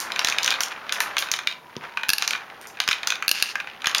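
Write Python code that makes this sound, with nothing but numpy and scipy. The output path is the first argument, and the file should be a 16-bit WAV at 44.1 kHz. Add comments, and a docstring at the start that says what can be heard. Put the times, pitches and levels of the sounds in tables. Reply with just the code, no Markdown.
"""Glass marbles run down a wooden block track, close up in a small living room.
They set off with a glassy click, rumbling along the rails and knocking through the blocks.
In a lull the track sings faintly and something bumps softly (1.8 s). At 2.1 s a marble drops into
a hollow block and swirls; more knocks and clicks lead to a second drop and swirl at 3.3 s.
A last flurry of knocks ends the run. The hardest hits overload the microphone."""
import sys
import numpy as np
from scipy import signal
from scipy.fft import rfft, irfft, next_fast_len
from scipy.io import wavfile

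SR = 44100
rng = np.random.default_rng(int(sys.argv[2]) if len(sys.argv) > 2 else 0)


def to_wav(s):
    """Save 16-bit WAV."""
    ch = np.atleast_2d(s).T  # columns
    pcm = np.round(np.clip(ch, -1, 1) * 32767)  # PCM
    wavfile.write(sys.argv[1], SR, pcm.astype(np.int16))


N = 176400
T = np.arange(SR // 10) / SR  # every hit is cut off after 0.1 s

# marble on wood, a level for each wood band: start_s, low_db, mid_db, high_db
KNOCK_HITS = [(0.12, -32, -22.5, -31.5), (0.1612, -25.5, -23.5, -35), (0.1926, -21, -17, -21),
              (0.2471, -22, -20, -15), (0.2718, -27, -20, -25), (0.2854, -20, -29, -20.5),
              (0.2993, -32, -25, -21), (0.324, -32, -21.5, -32), (0.3846, -28.5, -15.5, -23),
              (0.4319, -31, -38, -19.5), (0.4449, -41, -34, -18), (0.4614, -49, -22, -20.5),
              (0.4776, -19, -16, -23), (0.5056, -36, -18.5, -19), (0.514, -24, -20.5, -33),
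              (0.5232, -21, -26, -45), (0.54, -26, -24, -55), (0.606, -20.5, -28, -19.5),
              (0.6345, -45, -22.5, -18.5), (0.7191, -30.5, -40, -41), (0.894, -27.5, -26, -64),
              (0.9237, -23.5, -20, -21), (1.0045, -16, -19.5, -23), (1.168, -19, -21, -29),
              (1.1828, -29, -17.5, -23), (1.2243, -22, -22.5, -36), (1.2873, -28, -35, -53),
              (1.316, -42, -22.5, -14), (1.3383, -23.5, -19.5, -25), (1.3896, -25, -27.5, -33),
              (1.4728, -25, -14.5, -31), (1.9731, -18, -34, -53), (2.0338, -21, -31, -37.5),
              (2.2233, -22.5, -19.5, -21.5), (2.2769, -26.5, -23, -17), (2.308, -29, -20, -22.5),
              (2.3335, -23, -24.5, -36), (2.3509, -21.5, -47, -56), (2.772, -36, -45, -53),
              (2.8022, -20.5, -16, -20.5), (2.8775, -21.5, -22.5, -22.5), (2.8883, -23.5, -17, -19),
              (2.912, -19.5, -23, -23), (2.9163, -28, -20, -31), (2.93, -27, -19, -51),
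              (3.032, -27, -26.5, -39), (3.0727, -22.5, -23, -16), (3.1035, -28, -17.5, -20.5),
              (3.1221, -20.5, -23.5, -42), (3.2245, -20.5, -40, -33), (3.5554, -18.5, -46, -32),
              (3.6016, -24, -34, -44), (3.673, -29.5, -43, -55), (3.8196, -37, -33.5, -42),
              (3.844, -21, -35, -35), (3.858, -29, -19.5, -29), (3.8702, -17, -16.5, -17.5),
              (3.9483, -18.5, -13.5, -17.5), (3.9826, -33, -30, -17.5)]
# bands in which the wood rings: low_hz, high_hz, half_t60_s
WOOD_RING_BANDS = [(1025, 2450, 0.015), (2320, 3990, 0.0063), (3900, 7230, 0.0067)]
# tones of the wood, each struck by any band it lies in: pitch_hz, relative_db
WOOD_TONES = [(1545, -12.5), (2430, -12), (3050, -14), (3550, -10), (5900, -14)]
# drops into the hollow block: start_s, gain_db
DROP_HITS = [(2.086, -30), (2.0917, -13.5), (2.1021, -18), (2.1337, -16.5), (2.183, -22), (3.2804, -16),
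             (3.292, -20), (3.314, -14), (3.4247, -13.5)]
# modes of the hollow block: pitch_hz, relative_db, t60_s
HOLLOW_MODES = [(1683, 2, 0.026), (2750, 15.5, 0.012), (4370, 4, 0.025), (4770, 4.5, 0.019)]
# a marble circling inside that block: start_s, end_s, gain_db
SWIRL_SPANS = [(2.11, 2.252, -32.5), (3.34, 3.532, -28.5)]
# marble on marble: start_s, level_db
GLASS_CLICKS = [(.0028, -23.5), (0.607, -24.5), (.924, -27.5), (1.004, -23.5), (1.19, -24.5), (2.134, -35),
                (2.614, -41), (2.672, -37)]
# fader curve of the rolling rumble: time_s, level_db
ROLL_LEVELS = [(0, -36), (.5, -33), (.8, -42), (1.05, -34.5), (1.42, -43), (1.65, -56.5), (1.8, -49.5),
               (1.839, -35.5), (1.93, -50.5), (2.35, -40), (2.45, -45.5), (2.75, -48.5), (3.119, -40),
               (3.25, -46), (3.78, -47.5), (4, -34.5)]
# tone colour of the rails under a marble: frequency_hz, relative_db
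RAIL_SPECTRUM = [(100, -19), (400, -6), (900, 2.5), (1450, 3), (3000, -9), (15000, -36.5)]
# low thumps as hard hits overload the microphone: start_s, level_db
LOW_THUMPS = [(0.2475, -33), (1.3167, -40.5), (2.0925, -33), (2.889, -31.5), (3.4243, -35), (3.8702, -32.5)]
# modes of the soft bump: pitch_hz, relative_db, t60_s
BUMP_MODES = [(150, -14, 0.44), (238, 6.5, 0.031), (398, 10, 0.014)]
# the track's faint singing tone: time_s, pitch_hz, level_db
SING_CURVE = [(1.499, 1013, -53.5), (1.97, 945, -47), (2.24, 784, -48.5), (2.6, 797.6, -56)]
# colour of the room tone: frequency_hz, relative_db
ROOM_TONE_SPECTRUM = [(25, -20), (180, -1.5), (900, -1), (1400, -13), (16000, -24.5)]
# reverb decay of the room: frequency_hz, t60_s
ROOM_DECAY = [(200, 0.34), (3000, 0.28), (14000, 0.21)]

KNOCK_WET_DB, DROP_WET_DB, CLICK_WET_DB = -8, -14.5, 0.5  # reverb sends
MODE_DETUNE, MODE_SCATTER_DB = 0.02, 1.2  # every spot on the track rings a little differently
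CONTACTS_PER_S = 190  # of a rolling or swirling marble


def knocks(rebound_db=-16.5, rebound_window_s=0.055):
    """Marbles strike rails and blocks, each knock chattering on in two weak rebounds."""
    out = np.zeros(N)
    for start_s, *levels_db in KNOCK_HITS:
        add(out, start_s, in_room(wood_knock(levels_db), KNOCK_WET_DB))
        rebound = amp(rebound_db) * wood_knock(levels_db)
        for delay_s in rebound_window_s * rng.random(2):
            add(out, start_s + delay_s, rebound)
    return out


def wood_knock(levels_db, tick_db=-17, ring_per_db=0.56):
    """One blow on wood, three bands under a top tick: bright blows snap, dull ones ring."""
    dullness_db = min(max(levels_db) - levels_db[-1], 20)
    hit = amp(levels_db[-1] + tick_db) * burst(low_hz=8600, high_hz=14000, t60=0.014)
    for band_db, (low_hz, high_hz, half_t60_s) in zip(levels_db, WOOD_RING_BANDS):
        tones = np.zeros(len(T))
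        for hz, tone_db in WOOD_TONES:
            if low_hz < hz < high_hz:
                gain = amp(tone_db + ring_per_db * dullness_db + MODE_SCATTER_DB * rng.normal())
                tones += gain * ring([(hz, 0, 42 / hz)], MODE_DETUNE)  # dies in 42 cycles
        hit += amp(band_db) * unit_hit(burst(low_hz, high_hz, t60=2 * half_t60_s) + tones)
    return hit


def drops():
    """A marble falls into the hollow block: the cavity rings under a hard crack and a bright edge."""
    out = np.zeros(N)
    for start_s, db in DROP_HITS:
        body = ring(HOLLOW_MODES)
        crack = amp(-1.5) * burst(low_hz=3450, high_hz=5960, t60=0.013)
        add(out, start_s, amp(db) * in_room(body + crack, DROP_WET_DB))
        edge = burst(low_hz=8000, high_hz=12600, t60=0.0094)
        add(out, start_s, amp(db - 3.5) * in_room(edge, DROP_WET_DB))
    return out


def swirls():
    """A circling marble keeps the hollow block ringing with quick scraping contacts."""
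    out = np.zeros(N)
    for start_s, end_s, db in SWIRL_SPANS:
        for contact_s in rng.uniform(start_s, end_s, int(CONTACTS_PER_S * (end_s - start_s))):
            gain = amp(db + 2 * rng.normal()) / 2
            body = ring(HOLLOW_MODES, MODE_DETUNE)
            scrape = burst(low_hz=1740, high_hz=6460, t60=0.12)
            add(out, contact_s, gain * (body + scrape))
    return out


def clicks():
    """Glass meets glass and barely rings: a tiny, bright tick that lights up the room."""
    out = np.zeros(N)
    for start_s, db in GLASS_CLICKS:
        tick = amp(db) * burst(low_hz=4200, high_hz=11800, t60=0.0025)
        add(out, start_s, in_room(tick, CLICK_WET_DB))
    return out


def rolling(rattle_follow=0.75):
    """Wood grain shakes the rails into a rumble; small hops rattle on top and swell less than it."""
    rumble_db = np.interp(np.arange(N) / SR, *np.transpose(ROLL_LEVELS))
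    rattle_db = rumble_db.mean() - 0.5 + rattle_follow * (rumble_db - rumble_db.mean())
    rumble = coloured_noise(RAIL_SPECTRUM)
    rattle = np.zeros(N)
    for place, softness, octave in rng.random((int(CONTACTS_PER_S * N / SR), 3)):
        hz = 1250 * 2 ** octave
        gain = amp(-6 * np.log(softness + 0.06))  # many faint hops, a few strong ones
        add(rattle, place * N / SR, gain * burst(hz / np.sqrt(2), hz * np.sqrt(2), t60=0.02))
    return amp(rumble_db) * rumble + amp(rattle_db) * unit(rattle)


def low_thumps():
    """A short, low thump without ring as hard hits overload the microphone."""
    out = np.zeros(N)
    pulse = T * np.exp(-T / 0.00017)
    thump = unit_hit(butterworth(pulse, 1, 60, "high"))
    for start_s, db in LOW_THUMPS:
        add(out, start_s, amp(db) * thump)
    return out


def bump(start_s=1.7662):
    """One soft, low thud with a small tick on its attack."""
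    out = np.zeros(N)
    thud = amp(-28.5) * ring(BUMP_MODES)
    tick = amp(-32.5) * burst(low_hz=3000, high_hz=5800, t60=0.0021)
    add(out, start_s, in_room(thud + tick, DROP_WET_DB))
    return out


def singing(width_hz=45):
    """A narrow resonance of the track flutters faintly and sinks midway as the marble moves along."""
    time_s, pitch_hz, level_db = np.transpose(SING_CURVE)
    t = np.arange(N) / SR
    phase = 2 * np.pi * np.cumsum(np.interp(t, time_s, pitch_hz)) / SR
    flutter = lambda: filtered(rng.standard_normal(N), lambda hz: 1 / (1 + (hz / width_hz) ** 2))
    tone = unit(flutter() * np.cos(phase) + flutter() * np.sin(phase))
    return amp(np.interp(t, time_s, level_db)) * tone


def in_room(x, wet_db, build_up_s=0.005):
    """A hit plus the walls' short reverb, new for each place on the track; highs fade first."""
    hz, t, spectrum = signal.stft(rng.standard_normal(SR // 3), SR, nperseg=256)
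    decay = amp(-60 * t / along(ROOM_DECAY, hz)[:, None])
    tail = signal.istft(spectrum * decay, SR, nperseg=256)[1]
    tail *= 1 - np.exp(-(np.arange(len(tail)) / SR / build_up_s) ** 2)
    response = amp(wet_db) * tail / np.linalg.norm(tail)
    response[0] += 1  # direct sound
    return signal.fftconvolve(x, response)


def room_tone(level_db=-52):
    """The still room: a steady, dark bed of noise."""
    return amp(level_db) * coloured_noise(ROOM_TONE_SPECTRUM)


def burst(low_hz, high_hz, t60):
    """A sharp contact and the dense, short ring it leaves in one band."""
    x = rng.standard_normal(len(T)) * amp(-60 * T / t60)
    x[0] += 4.24  # snap of the first contact
    return unit_hit(butterworth(x, 2, [low_hz, high_hz], "band"))


def ring(modes, detune=0.018, scatter_db=2):
    """Damped modes, a little different at every blow, with little sound below the lowest mode."""
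    x = np.zeros(len(T))
    for hz, db, t60 in modes:
        envelope = amp(db + scatter_db * rng.normal() - 60 * T / t60)
        x += envelope * np.sin(2 * np.pi * hz * (1 + detune * rng.normal()) * T)
    return unit_hit(butterworth(x, 4, modes[0][0] / np.sqrt(2), "high"))


def coloured_noise(spectrum):
    """Noise with the given tone colour, at unit rms."""
    return unit(filtered(rng.standard_normal(N), lambda hz: amp(along(spectrum, hz))))


def amp(db):
    return 10 ** (np.asarray(db) / 20)


def unit(x):
    return x / np.sqrt(np.mean(x ** 2) + 1e-20)


def unit_hit(x, window_s=0.005):
    """Give a hit the energy of a 0 dB sound lasting window_s."""
    return x / np.sqrt(np.sum(x ** 2) / (window_s * SR) + 1e-20)


def along(points, hz):
    """Read a curve on a log frequency axis."""
    point_hz, values = np.transpose(points)
    return np.interp(np.log(hz + 1), np.log(point_hz + 1), values)


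def butterworth(x, order, cutoff_hz, kind):
    return signal.sosfilt(signal.butter(order, cutoff_hz, kind, fs=SR, output="sos"), x)


def filtered(x, response):
    """EQ x with the gain response(hz)."""
    size = next_fast_len(N + SR // 2)
    return irfft(rfft(x, size) * response(np.fft.rfftfreq(size, 1 / SR)), size)[:N]


def add(out, start_s, x):
    """Mix x into out at start_s."""
    i = max(0, round(start_s * SR))
    out[i:i + len(x)] += x[:max(0, N - i)]


def scene():
    """The mono mix: the marble run over the room tone."""
    mix = room_tone() + knocks() + drops() + swirls() + low_thumps() + clicks() + bump()
    return (mix + rolling() + singing())[None]


def record(dry):
    """The microphone soft-clips the hardest hits; then the treble is notched and the very top cut."""
    ceiling = 0.7
    notch_hz, width_hz, top_hz = 7880, 2120, 15900
    clipped = dry[0] / (1 + np.abs(dry[0] / ceiling) ** 8) ** (1 / 8)
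    notch = lambda hz: (notch_hz ** 2 - hz ** 2) / (notch_hz ** 2 - hz ** 2 + 1j * hz * width_hz)
    return filtered(clipped, lambda hz: notch(hz) * (hz < top_hz))[None]


dry = scene()
out = record(dry)
to_wav(out)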